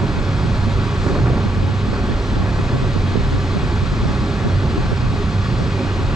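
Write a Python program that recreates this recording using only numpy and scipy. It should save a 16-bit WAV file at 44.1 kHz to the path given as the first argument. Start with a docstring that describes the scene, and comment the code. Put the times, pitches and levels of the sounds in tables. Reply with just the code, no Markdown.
"""Air streams past the canopy of a glider, heard close by on a small camera with two microphone ports in
the cockpit. The turbulent boundary layer is noise with drifting patches, coloured by the modes of the cabin;
the lowest mode hums with a wavering pitch over a wide rumble of the hull. Draught from a vent buffets the
ports as short falling thuds in churning noise; gusts knock the canopy as clicks and fading bursts of noise.
Gain control eases back the loud swells."""
import sys
import numpy as np
from scipy import signal
from scipy.fft import rfft, irfft
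from scipy.io import wavfile
from scipy.ndimage import uniform_filter1d

SR = 44100
rng = np.random.default_rng(int(sys.argv[2]) if len(sys.argv) > 2 else 0)


def store_pcm(level_fs):
    """Save levels as 16-bit WAV."""
    pcm = np.round(np.clip(level_fs, -1, 1) * 32767).astype(np.int16)
    wavfile.write(sys.argv[1], SR, np.atleast_2d(pcm).T)


N = 271215
T = np.arange(N) / SR  # s
HZ = np.fft.rfftfreq(N, 1 / SR)

# hiss of air through gaps, and the faint top: (frequency [Hz], relative density [dB per Hz])
HISS_COLOUR = [(500, -18), (1200, 2), (1900, -1.5), (4300, -5), (5700, -13), (6300, -12.5), (8000, -19),
               (8700, -23), (9100, -31), (10000, -40), (12500, -40), (15000, -56.5), (16000, -72)]
# gusts knock the canopy: (time [s], level of the low band [dB], level of the bright band [dB])
CANOPY_KNOCKS = [(1.066, -18, -34), (1.082, -30, -29.5), (1.104, -27.5, -36), (1.153, -19, -30),
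                 (1.188, -25, -32), (1.26, -27, -26.5), (1.272, -21, -35), (1.301, -25, -46),
                 (1.335, -25, -44), (1.379, -24, -35), (1.938, -30, -33), (2.04, -31, -39),
                 (2.12, -27.5, -32), (2.329, -27, -38), (2.59, -27, -35), (2.644, -28, -38),
                 (3.155, -31.5, -46), (3.172, -28.5, -47), (4.76, -30.5, -45), (4.92, -24, -43)]


def rush():
    """Roar and hiss of the boundary layer, through the cabin's modes."""
    # roar of the shell without the cabin's modes: (frequency [Hz], relative density [dB per Hz])
    roar_colour = [(60, -52.5), (130, -11.5), (180, -10.5), (250, -14), (450, -17), (1000, -25.5),
                   (1900, -32.5), (3000, -77), (6000, -110)]
    # airflow on the shell, as the roar within 191.6-520 Hz: (time [s], level [dB])
    roar_level = [(0, -27.5), (.7, -28), (1.0, -28), (1.1, -25.5), (1.4, -26.5), (1.5, -29), (1.85, -30),
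                  (2.0, -27.5), (2.25, -29), (2.4, -26.5), (2.5, -27), (2.62, -26), (2.8, -29),
                  (3.16, -28.5), (3.3, -28.5), (4.0, -29), (4.6, -27), (4.74, -27.5), (4.84, -28),
                  (4.91, -28.5), (5.1, -29.5), (5.7, -28), (6.15, -27)]
    # air seeping through gaps, as the hiss within 2320-9000 Hz: (time [s], level [dB])
    hiss_level = [(0, -38.5), (.6, -37), (1.2, -38), (1.6, -39), (3.0, -37.5), (4.0, -37.5), (5.0, -38),
                  (6.15, -37.5)]
    modes = cabin()
    roar_noise = turbulence(patchy_db=1.0, flicker_db=-0.04, breathe_db=0.3)
    roar = ports(roar_noise, gain_of(read(roar_colour, HZ)) * modes, lo=191.6, hi=520)
    hiss_noise = turbulence(patchy_db=0.54, flicker_db=-0.1, breathe_db=0.56)
    hiss = ports(hiss_noise, gain_of(read(HISS_COLOUR, HZ)) * modes, lo=2320, hi=9000)
    return roar * curve(roar_level, column=1) + hiss * curve(hiss_level, column=1)


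def turbulence(patchy_db, flicker_db, breathe_db):
    """Two unrelated white noises under shared drifting patches, a broad flicker and slow narrow bands."""
    frames = N // 128 + 5
    a, b, c, d, patches, bands = rng.standard_normal((frames, 257, 6)).T
    # axis 0 is frequency, axis 1 is time
    bands = uniform_filter1d(bands, size=2, axis=0)
    bands = evened(uniform_filter1d(bands, size=90, axis=1))
    patches = uniform_filter1d(patches, size=8, axis=0)
    patches = evened(uniform_filter1d(patches, size=24, axis=1))
    flicker = evened(uniform_filter1d(rng.standard_normal(frames), size=16))
    swell_db = patchy_db * patches + flicker_db * flicker + breathe_db * bands
    spectra = np.array([a + 1j * b, c + 1j * d]) * gain_of(swell_db)
    return evened(signal.istft(spectra, nperseg=512, noverlap=384)[1][:, :N])


def cabin():
    """Gain of the cabin over frequency: one resonance bump in dB for each mode."""
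    # modes of cabin and canopy that colour the rush: (centre [Hz], width [Hz], lift [dB])
    modes = [(125.7, 24, 4), (192.3, 9.2, 5), (223, 16, 6.5), (273, 62, 5), (327, 41, -0.5),
             (359.3, 50, 5.5), (402.2, 26.5, 7.5), (555, 55, 4), (720, 57, 4.5), (850.5, 35, 7.5),
             (960, 35, 6), (1131, 119, 7), (1370, 107, 4), (1534, 98, 4.5), (1696, 54, 5), (1910, 110, 3.5),
             (2216, 84, 2), (2483, 130, 5.5), (3260, 90, 2), (3400, 130, 3), (3860, 100, 2),
             (4270, 270, 2.5), (4830, 200, 1.5), (5300, 150, 3.5)]
    return gain_of(sum(db / (1 + (2 * (HZ - hz) / width) ** 2) for hz, width, db in modes))


def ports(pair, gain, lo=0, hi=SR):
    """Airborne sound at the port pair: right hears a shifted copy of left mixed with a second noise."""
    # likeness of the two ports: (frequency [Hz], share in common [0-1])
    likeness = [(100, 0.92), (300, 1), (550, 1), (1000, 1), (1400, 0.92), (2100, 0.61), (3000, 0.61),
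                (5000, 0.97), (7000, 0.68), (10500, 0.9), (12500, 0.88)]
    # tilt between the ports: (frequency [Hz], left minus right [dB])
    tilt = [(30, 0.5), (60, -2), (100, -2), (180, -2), (320, -2), (560, -2.5), (980, -3), (1710, 3.5),
            (3000, 1.5), (5240, 2.0), (9160, -0.5)]
    # phase between the ports: (frequency [Hz], lead of the left [rad])
    phase_lead = [(0, -1.1), (950, 0.04), (1460, -1.28), (1890, -1.48), (2240, -0.15), (3010, -0.65),
                  (5250, -0.56), (9300, -0.0)]
    in_band = (HZ >= lo) * (HZ <= hi)
    # the colour is scaled to rms 1 within lo to hi
    first, second = rfft(pair) * gain / np.sqrt(np.mean(abs(gain) ** 2 * in_band))
    same = np.clip(read(likeness, HZ), 0, 1)
    right = same * first * np.exp(-1j * read(phase_lead, HZ)) + np.sqrt(1 - same ** 2) * second
    lean = gain_of(read(tilt, HZ) / 2)
    return irfft(np.array([first * lean, right / lean]), N)


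def boom():
    """Air over an opening keeps the lowest mode sounding with a wavering pitch, over a wide rumble."""
    # lowest mode of the cabin: (time [s], pitch [Hz], level [dB])
    lowest_mode = [(0, 98.8, -16), (.17, 97.9, -45), (.3, 93.1, -18), (.4, 95.2, -34), (.48, 96.5, -21),
                   (.8, 96.1, -21), (.92, 95, -23.5), (.99, 94.2, -23.5), (1.08, 95.7, -33),
                   (1.2, 96.63, -17.5), (1.3, 97.4, -31), (1.42, 96.3, -20.5), (1.65, 95.8, -19.5),
                   (1.75, 97.1, -25.5), (1.95, 98.2, -30), (2.08, 99.3, -43), (2.15, 99, -23),
                   (2.23, 99, -28), (2.33, 97, -18.5), (2.47, 97, -25.5), (2.58, 97.3, -23),
                   (2.72, 97.8, -31), (2.9, 97, -34.5), (2.99, 95, -20), (3.09, 96, -17), (3.2, 96.9, -32),
                   (3.37, 96.4, -20.5), (3.45, 96, -26.5), (3.55, 94, -23.5), (3.67, 96, -34),
                   (3.75, 96.3, -19), (3.83, 96.5, -23), (3.95, 97.4, -33), (4.3, 97, -29),
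                   (4.38, 94.6, -26), (4.47, 94.5, -23), (4.53, 95.25, -17.5), (4.61, 94.6, -25),
                   (4.68, 92.6, -29.5), (4.8, 93.4, -32), (5.0, 97, -26), (5.1, 95.7, -29),
                   (5.19, 92.5, -21), (5.28, 94.8, -34), (5.38, 96.4, -22), (5.5, 97, -30.5),
                   (5.62, 97.5, -29.5), (5.75, 95.3, -26), (5.85, 95, -26), (5.98, 96, -20.5),
                   (6.15, 94.6, -28)]
    # flexing of the whole hull, without the cabin's modes: (frequency [Hz], relative density [dB per Hz])
    rumble_colour = [(10, -16.5), (30, 3.5), (80, 0.5), (96, -7), (112, -2), (135, -5), (170, -8.5),
                     (260, -25.5), (500, -92)]
    # hull: (time [s], level of the deep rumble [dB], level of the rumble above it [dB])
    hull_level = [(0, -28, -27.5), (.5, -25, -21.5), (1.0, -26.5, -25), (1.35, -26.5, -18),
                  (1.55, -21.5, -26.5), (1.8, -27, -22), (2.3, -20, -30), (2.6, -26, -23),
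                  (3.0, -23, -24.5), (3.5, -23.5, -24), (4.0, -24.5, -23.5), (4.5, -26, -25),
                  (4.9, -23, -23), (5.4, -25.5, -22.5), (6.15, -24, -26)]
    s, hz, _ = np.transpose(lowest_mode)
    pitch = np.interp(T, s, hz) + 1.81 * wander(hz=10.0)  # flutters by 1.81 Hz rms
    hum = np.sqrt(2) * np.sin(2 * np.pi * np.cumsum(pitch) / SR)
    hum = hum * curve(lowest_mode, column=2) * gain_of(2.4 * wander(hz=9.4))  # 2.4 dB rms unsteady
    deep = 1 / np.sqrt(1 + (HZ / 69) ** 10)  # the rumble splits at 69 Hz
    hull = gain_of(read(rumble_colour, HZ)) * cabin()
    noise = rng.standard_normal((2, N))
    rumble = ports(noise, hull * deep) * curve(hull_level, column=1)
    rumble = rumble + ports(noise, hull * (1 - deep)) * curve(hull_level, column=2)
    lean_db = -2.5  # hum, left minus right
    return gain_of([[lean_db / 2], [-lean_db / 2]]) * hum + gain_of(-1.9 * wander(hz=5.0)) * rumble


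def buffet(swell_s=0.045, lumpy_db=9.5, lump_hz=30):
    """Each eddy is a short falling thud, opposite in the two ports; the draught churns round it."""
    # strong eddies of draught that push the ports apart: (time [s], thud level [dB],
    # share on the left [0-1], length at half height [ms], snap level [dB]); levels before the sharing
    strong_eddies = [(0.675, -14, 0.0, 13.7, -31), (1.067, -19, 0, 12, -17), (1.106, -15, 0.4, 14, -18),
                     (1.58, -12.5, 0.02, 12, -33), (1.9, -14.5, 0.8, 4.8, -27.5), (1.934, -11, 0.3, 4, -8),
                     (2.37, -16, 0.28, 12, -11), (2.599, -12, 0.6, 12, -25), (2.754, -17.5, 0.54, 8, -10),
                     (2.967, -13.5, 0.13, 15, -13), (3.087, -20.5, 0, 11, -27),
                     (3.16, -11.5, 0.08, 7.1, -5), (3.177, -9.5, 0.08, 10, -14),
                     (3.198, -15.5, 0.2, 9.3, -26), (3.572, -15.5, 0, 9.5, -18),
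                     (3.639, -8.5, 0.6, 6.6, -26), (3.835, -15.5, 0.6, 6.8, -15),
                     (4.057, -12.5, 0.0, 8, -17), (4.462, -15, 0.09, 7.6, -37),
                     (4.514, -24, 0.26, 10.1, -21), (4.781, -6.5, 0.82, 6.4, -11),
                     (4.856, -11.5, 0.77, 6.4, -28), (4.924, -14, 0.86, 10, -11),
                     (5.147, -19, 0.96, 15, -36), (5.866, -19, 0.33, 6.6, -21)]
    # colour of the draught on the ports: (frequency [Hz], relative density [dB per Hz])
    draught_colour = [(15, -17.5), (60, 0.5), (110, -2), (250, -8.5), (450, -17.5), (900, -36.5),
                      (3000, -110)]
    sag_s, buffet_db = .012, -31  # how fast the pitch of an eddy falls; churn before its port gains
    out, t = np.zeros((2, N)), np.arange(-1500, 1500) / SR
    draught = np.full(N, gain_of(-25.0))  # relative floor between eddies
    eddies = strong_eddies + small_eddies()
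    for (s, db, left, ms, snap_db), (pitch, way, edge) in zip(eddies, rng.random((len(eddies), 3))):
        # the pitch falls through 130-200 Hz at the middle of the thud
        turn = 2 * np.pi * (130 + 70 * pitch) * sag_s * (1 - np.exp(-t / sag_s))
        shape = np.exp(-np.log(2) * (2000 * t / ms) ** 2)
        thud = np.sqrt(2) * gain_of(db) * shape * np.cos(turn + .5)
        front = t + 0.0023  # a brighter snap leads the thud by 2.3 ms
        snap = np.exp(-(front / 0.0016) ** 2) * np.sin(2 * np.pi * (400 + 200 * edge) * front)
        thud += gain_of(snap_db) * snap
        thud *= np.sign(way - .5)  # push or suck
        add(out, max(s + t[0], 0), np.clip([[left * 0.75], [left - 1]], -1, 1) * thud)
        near = slice(max(round((s - .25) * SR), 0), round((s + .25) * SR))
        swell = np.sqrt(gain_of(db)) * np.exp(-((T[near] - s) / swell_s) ** 2)
        draught[near] = np.maximum(draught[near], swell)
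    lumps = gain_of(lumpy_db * np.minimum(wander(hz=lump_hz), 1.6))
    churn = rng.standard_normal(N) * evened(draught) * lumps
    churn = filtered(churn, gain_of(read(draught_colour, HZ)))
    return out + gain_of(buffet_db) * np.array([[.8], [-1.1]]) * churn


def small_eddies(count=28):
    """Rows for the weak eddies: time, strength, side and length all by chance."""
    when, strength, left, length = rng.random((count, 4)).T
    db = -20 + 6.5 * strength
    ms = 13 + (24 - 13) * length
    return list(zip(when * T[-1], db, left, ms, db - 18))  # the snap is 18 dB below the thud


def shudder():
    """Gusts strike the canopy: a blow and rough noise in two wide bands of the shell, and a puff of hiss."""
    low_fade, bright_fade = 382, 500  # dB per s
    low = bump(310, 0.5)
    bright = bump(1400, 0.32)
    airy = bump(7500, 0.53) * gain_of(read(HISS_COLOUR, HZ))
    noise = rng.standard_normal((3, 2, N))
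    puff = ports(noise[2], airy) * gain_of(-44) * np.exp(-((T - 1.073) / 0.075) ** 2)
    modes = cabin()
    ring = modes ** 1.9  # a blow makes the modes stand out more than the rush does
    struck = ports(blows(column=1), causal(low * ring)) + ports(blows(column=2), causal(bright * ring))
    low_rattle = ports(noise[0], low * modes)
    low_rattle = low_rattle * sum(knock(s, db, low_fade) for s, db, _ in CANOPY_KNOCKS)
    bright_rattle = ports(noise[1], bright * modes)
    bright_rattle = bright_rattle * sum(knock(s, db, bright_fade) for s, _, db in CANOPY_KNOCKS)
    return puff + struck + low_rattle + bright_rattle


def bump(centre_hz, width):
    """A wide band of the shell: a bell over log frequency, its width in natural-log units."""
    return np.exp(-.5 * (np.log((HZ + 1) / centre_hz) / width) ** 2)


def knock(s, db, fade_db_per_s, rise_s=0.0034):
    """Quick rise to a top at s, then a steady fade in dB."""
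    fade = gain_of(db - fade_db_per_s * np.maximum(T - s, 0))
    return fade * np.exp(-(np.minimum(T - s, 0) / rise_s) ** 2)


def blows(column, blow_db=23.5):
    """The firm blow at the top of each knock: one sample, blow_db above the knock's level in the table."""
    out = np.zeros((2, N))  # only the noise that both ports share is struck
    for row in CANOPY_KNOCKS:
        out[0, round(row[0] * SR)] = -gain_of(row[column] + blow_db)
    return out


def causal(gain):
    """The same colour in minimum phase, ringing only after the blow."""
    fold = irfft(np.log(gain + 1e-4), N)  # cepstrum, folded onto positive time
    fold[1:N // 2 + 1] *= 2
    fold[N // 2 + 1:] = 0
    return np.exp(rfft(fold))


def wander(hz):
    """Slow chance of rms 1, up to about hz."""
    return filtered(rng.standard_normal(N), 1 / (1 + (HZ / hz) ** 2))


def filtered(x, gain):
    """Noise coloured by a gain over frequency, at rms 1."""
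    return evened(irfft(rfft(x) * gain, N))


def evened(x):
    """Scales to rms 1."""
    return x / np.sqrt(np.mean(x ** 2) + 1e-20)


def gain_of(db):
    """Amplitude gain of a level in dB."""
    return 10 ** (np.asarray(db) / 20)


def read(points, hz):
    """Reads a table along log frequency."""
    f, value = np.transpose(points)
    return np.interp(np.log(hz + 1), np.log(f + 1), value)


def curve(rows, column):
    """One column of a table in dB, as gain along time."""
    rows = np.array(rows)
    return gain_of(np.interp(T, rows[:, 0], rows[:, column]))


def add(mix, s, sound):
    """Lays a sound into the mix from time s."""
    part = mix[:, round(s * SR):][:, :sound.shape[1]]
    part += sound[:, :part.shape[1]]


def scene():
    """Rush, boom, knocks and buffeting together at the two ports."""
    return rush() + boom() + shudder() + buffet()


def record(dry, reach=630.0):
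    """Gain control leans smoothly on the loud swells; then the top is cut at 15.7 kHz."""
    power = uniform_filter1d((dry ** 2).mean(0), int(reach))  # reach in samples
    power = uniform_filter1d(power, int(reach))
    over_db = 10 * np.log10(1 + abs(power) / gain_of(-22.5) ** 2)  # soft knee
    held = gain_of(2.0) * dry / gain_of(0.3 * over_db)
    held = np.pad(held, ((0, 0), (255, 255)), "reflect", reflect_type="odd")
    low_pass = signal.firwin(511, 15700, window=("kaiser", 9), fs=SR)
    return signal.oaconvolve(held, low_pass[None], "valid")


dry = scene()
out = record(dry)
store_pcm(out)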